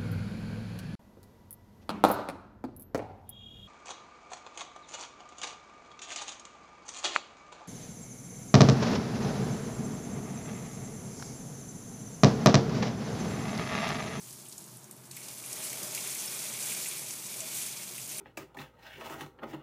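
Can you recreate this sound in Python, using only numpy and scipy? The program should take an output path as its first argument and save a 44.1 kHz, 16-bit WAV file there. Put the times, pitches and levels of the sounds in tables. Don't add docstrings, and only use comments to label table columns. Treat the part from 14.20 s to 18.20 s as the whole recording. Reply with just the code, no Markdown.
import sys
import numpy as np
from scipy import signal
from scipy.fft import rfft, irfft
from scipy.io import wavfile
from scipy.ndimage import uniform_filter1d

SR = 44100
rng = np.random.default_rng(int(sys.argv[2]) if len(sys.argv) > 2 else 0)


def persist_wave(psi):
    counts = np.round(np.clip(psi, -1, 1) * 32767).astype(np.int16)
    wavfile.write(sys.argv[1], SR, np.atleast_2d(counts).T)


N = 176400
TIME = np.arange(N) / SR
LOW_CUT_HZ, TREBLE_LIMIT_HZ = 75, 15330


def amp(db):
    return 10 ** (np.asarray(db) / 20)


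def unit(x):
    return x / np.sqrt(np.mean(x ** 2) + 1e-20)


def curve(table, column=1):
    table = np.array(table)
    return amp(np.interp(TIME, table[:, 0], table[:, column]))


def add(mix, start_s, sound):
    part = mix[max(round(start_s * SR), 0):][:len(sound)]
    part += sound[:len(part)]


def colour(x, points, size=8192):
    hz, db = np.transpose(points)
    log_hz = np.log(abs(np.fft.fftfreq(size, 1 / SR)) + 1)
    log_gain = np.log(amp(np.interp(log_hz, np.log(hz), db)))
    spectrum = np.exp(np.conj(signal.hilbert(log_gain)))
    taps = np.fft.ifft(spectrum).real[:size // 2]
    return signal.fftconvolve(x, taps / np.linalg.norm(taps))[:len(x)]


def waver(rate_hz):
    hz = np.fft.rfftfreq(N, 1 / SR)
    slow_part = np.exp(-(hz / rate_hz) ** 2) * hz / (hz + 2)
    return unit(irfft(rfft(rng.standard_normal(N)) * slow_part, N))


def band(hz, octaves, size=2048):
    away = np.log2((np.fft.rfftfreq(size, 1 / SR) + 1) / hz) / octaves
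    phases = np.exp(2j * np.pi * rng.random(len(away)))
    return unit(irfft(phases / (1 + away ** 2 / 2) ** 2, size))


def impacts(drive, peak_per_s, spread_db, rate_share=0.3):
    density = (drive / drive.max()) ** (2 * rate_share)
    sizes = amp(spread_db * np.minimum(rng.exponential(1, N), 3.5))
    chance = np.minimum(peak_per_s * density / SR, 1)
    hits = rng.choice([-1, 1], N) * (rng.random(N) < chance)
    return drive * unit(sizes) * hits / np.sqrt(chance)


def tick(hz, octaves, crack_s, scatter_db):
    rise_s, fade_s = 0.0026, 0.0063
    noise = band(hz, octaves)
    t = np.arange(len(noise)) / SR
    crack = t / crack_s * np.exp(1 - t / crack_s)
    scatter = amp(scatter_db) * np.minimum(t / rise_s, 1) * np.exp(-t / fade_s)
    return noise * (crack + scatter)


def shatter(hits, octaves, low_hz, count=64):
    which, out = rng.integers(0, count, N), np.zeros(N)
    for k, hz in enumerate(np.linspace(low_hz, TREBLE_LIMIT_HZ, count)):
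        grain = tick(hz, octaves, crack_s=0.00098, scatter_db=-3.5)
        out += signal.oaconvolve(hits * (which == k), grain / np.linalg.norm(grain))[:N]
    return out


def sleet():
    # (time [s], level on the glass [dB], level on the frame [dB])
    gusts = [(0, -47.5, -65), (0.35, -52.5, -70), (0.55, -53.5, -85), (0.68, -60.5, -72), (0.9, -56.5, -78),
             (0.92, -52, -64), (1.02, -46.5, -54), (1.2, -46, -56.5), (1.42, -40, -48.5), (1.7, -40, -50),
             (1.88, -38.5, -46.5), (2.08, -37.5, -48), (2.3, -40, -47), (2.48, -35.5, -44),
             (2.8, -40.5, -48.5), (3.0, -41.5, -52.5), (3.3, -40.5, -47.5), (3.38, -35, -46.5),
             (3.52, -42, -48), (3.74, -43.5, -53), (3.87, -41, -56), (4.0, -40.5, -46.5)]
    # (pitch [Hz], relative level [dB])
    glass_tone = [(300, -43), (1800, -16.5), (3000, -8), (4400, -4), (6200, -1.5), (8200, -1.5), (9700, -2),
                  (11500, -4), (13300, -8.5), (15200, -9.5)]
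    # (pitch [Hz], relative level [dB])
    frame_tone = [(90, -20), (700, -17), (1600, -7.5), (2050, -11.5), (2400, 1), (2750, -4), (3150, -5.5),
                  (3450, -3), (4600, -8.5), (8000, -11)]
    on_glass, on_frame = curve(gusts, column=1), curve(gusts, column=2)
    flurries = amp(1.55 * waver(rate_hz=30))
    fizz = amp(-3.5) * flurries * impacts(on_glass, peak_per_s=20000, spread_db=3.0)
    coarse_hits = impacts(on_glass, peak_per_s=1200, spread_db=3.0)
    crackle = amp(-6) * shatter(coarse_hits, octaves=0.5, low_hz=5750)
    glass = colour(fizz + crackle, glass_tone)
    frame_hits = impacts(on_frame, peak_per_s=1700, spread_db=3.5)
    patter = colour(shatter(frame_hits, octaves=3.6, low_hz=2000), frame_tone)
    return glass + amp(-1) * patter + amp(-11) * pane(frame_hits)


def pane(hits):
    # (pitch [Hz], relative level [dB], time to fade by 60 dB [s])
    notes = [(1953, -6.5, 0.03), (2210, -0.5, 0.02), (2400, -2, 0.011), (2790, -5, 0.015),
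             (3370, -3, 0.015), (6140, -2, 0.032), (9240, 1.5, 0.017)]
    t, out = np.arange(SR // 10) / SR, np.zeros(N)
    for hz, db, fade_s in notes:
        ring = amp(-60 * t / fade_s) * np.sin(2 * np.pi * hz * t)
        strikes = hits * rng.standard_normal(N)
        out += amp(db) * signal.oaconvolve(strikes, ring / np.linalg.norm(ring))[:N]
    return out


def wind():
    # (time [s], level [dB])
    wind_levels = [(0, -64), (0.85, -63), (1.15, -58), (1.4, -54.0), (1.65, -52.5), (2.0, -55), (2.55, -54),
                   (3.0, -57.5), (3.25, -56), (3.7, -58.5), (4.0, -57)]
    # (pitch [Hz], relative level [dB])
    roar_tone = [(25, -52), (70, -38), (130, -5.5), (220, -2), (290, -4), (370, -0.5), (520, -4.5),
                 (660, -6), (780, -4.5), (1200, -6.5), (1800, -12.5), (4000, -23.5)]
    # (time of the peak [s], length [s], level [dB])
    moans = [(1.46, 0.14, -70.5), (1.66, 0.29, -63), (3.202, 0.069, -56.5), (3.246, 0.056, -56),
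             (3.986, 0.042, -61)]
    gap_hz, gap_width_hz, gap_db = 618.3, 44, -8
    strength = curve(wind_levels)
    flutter = amp(waver(rate_hz=14))
    roar = amp(3) * strength * flutter * colour(rng.standard_normal(N), roar_tone)
    roar *= (strength / strength.max()) ** 0.34
    puffs = sum(amp(db) * np.exp(-(2 * (TIME - s) / length) ** 2) for s, length, db in moans)
    phase = 2 * np.pi * gap_hz * TIME
    hum = unit(waver(gap_width_hz) * np.cos(phase) + waver(gap_width_hz) * np.sin(phase))
    return roar + hum * (amp(gap_db) * strength + puffs)


def rumble():
    # (pitch [Hz], relative level [dB])
    rumble_tone = [(20, -39), (45, -15), (68, -20), (86, -11.5), (106, -12), (126, 5), (150, -4), (200, -3),
                   (290, -12.5), (360, -5.5), (500, -22.5), (930, -15.5), (1400, -22.5), (3000, -26.5),
                   (15000, -26.5)]
    return amp(-54.5) * colour(rng.standard_normal(N), rumble_tone)


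def big_pellets():
    # (time [s], level [dB], pitch [Hz], pitch spread [octaves], crack time [s])
    ticks = [ (.285, -45, 9050, .25, .0019), (0.323, -46, 6530, 0.94, 0.003),
             (.379, -39, 7650, 0.52, 0.0016), (.440, -46, 8000, .4, .002), (.570, -46, 9800, .25, 0.0013),
             (.642, -45, 7400, 0.54, 0.00087), (.711, -37.5, 8600, 0.48, 0.00072),
             (.765, -48, 10500, .25, .0007), (.909, -52.5, 4460, .3, .0035), (.912, -42, 8100, 0.52, .0018),
             (.943, -50, 7100, .4, 0.0022), (.965, -39.5, 9000, .95, .0019), (1.083, -42, 6460, 1, 0.0028),
             (1.181, -43, 8950, .31, 0.0019), (1.261, -41, 10500, .3, .0015),
             (1.328, -31.5, 7640, 0.7, .0016), (1.441, -36, 8500, .72, .001),
             (1.450, -35, 10600, .2, .0012), (1.53, -35.5, 9000, 0.61, 0.0012),
             (1.629, -34.5, 8400, 1, 0.0023), (1.747, -32, 8200, 0.8, 0.0026),
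             (1.807, -39, 6000, 0.56, .0025), (1.875, -33.5, 9750, 0.38, 0.00088),
             (1.904, -37, 9330, .2, .0012), (1.949, -35, 7500, 0.74, 0.0015),
             (1.991, -39, 6250, 0.12, 0.00063), (2.056, -38, 9500, .35, .003),
             (2.077, -38.5, 5350, .09, 0.002), (2.219, -41, 9500, .4, .0012),
             (2.425, -37, 7000, 0.46, .002), (2.462, -42, 7500, 0.55, 0.0011),
             (2.520, -39, 9300, .35, 0.0024), (2.684, -36, 9580, 0.19, 0.0024),
             (2.907, -36, 6500, 0.38, .0014), (3.203, -32, 7000, 0.47, .0015),
             (3.347, -43, 9300, .35, 0.0025), (3.459, -38, 9100, .32, 0.0024),
             (3.778, -40, 9500, .5, .0015), (3.916, -39, 10400, .34, .0015),
             (3.982, -34.5, 9350, .27, 0.0014)]
    # (time [s], level [dB], pitch [Hz])
    knocks = [(.256, -48, 3000), (.912, -56, 2700), (.969, -41, 2270), (1.238, -45, 2610),
              (1.454, -40.5, 2350), (1.529, -37.5, 2500), (1.752, -39, 2500), (1.776, -34, 2660),
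              (1.868, -39, 2420), (1.953, -37, 2210), (2.517, -38, 2400), (2.657, -36.5, 2500),
              (3.206, -39.5, 2360), (3.78, -40, 2440), (3.914, -39.5, 2400)]
    knock_rise_s, knock_fade_s = 0.0015, 0.0056
    out = np.zeros(N)
    for start_s, db, hz, octaves, crack_s in ticks:
        add(out, start_s, amp(db) * tick(hz, octaves, crack_s, scatter_db=-11.5))
    for start_s, db, hz in knocks:
        noise = band(hz, octaves=0.3)
        t = np.arange(len(noise)) / SR
        loudness = np.minimum(t / knock_rise_s, 1) * np.exp(-t / knock_fade_s)
        add(out, start_s, amp(db) * noise * loudness)
    return out


def room(x, variants=5):
    delay_s, fade_s, echo_db = 0.003, 0.16, -6
    t, echoes = np.arange(SR // 3) / SR, np.zeros(N)
    variant = np.repeat(rng.integers(0, variants, N // 256 + 1), 256)[:N]
    for k in range(variants):
        tail = rng.standard_normal(len(t)) * (t > delay_s) * amp(-60 * t / fade_s)
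        share = np.sqrt(abs(uniform_filter1d(1.0 * (variant == k), size=128)))
        echoes += signal.fftconvolve(x * share, tail / np.linalg.norm(tail))[:N]
    return x + amp(echo_db) * echoes


def scene():
    ice = room(sleet() + big_pellets())
    return (ice + wind() + rumble())[None]


def record(dry):
    bass_cut = signal.butter(N=3, Wn=LOW_CUT_HZ, btype="high", fs=SR, output="sos")
    treble_cut = signal.firwin(1023, TREBLE_LIMIT_HZ, window=("kaiser", 8), fs=SR)
    return signal.oaconvolve(signal.sosfilt(bass_cut, dry), treble_cut[None], "same")


dry = scene()
out = record(dry)
persist_wave(out)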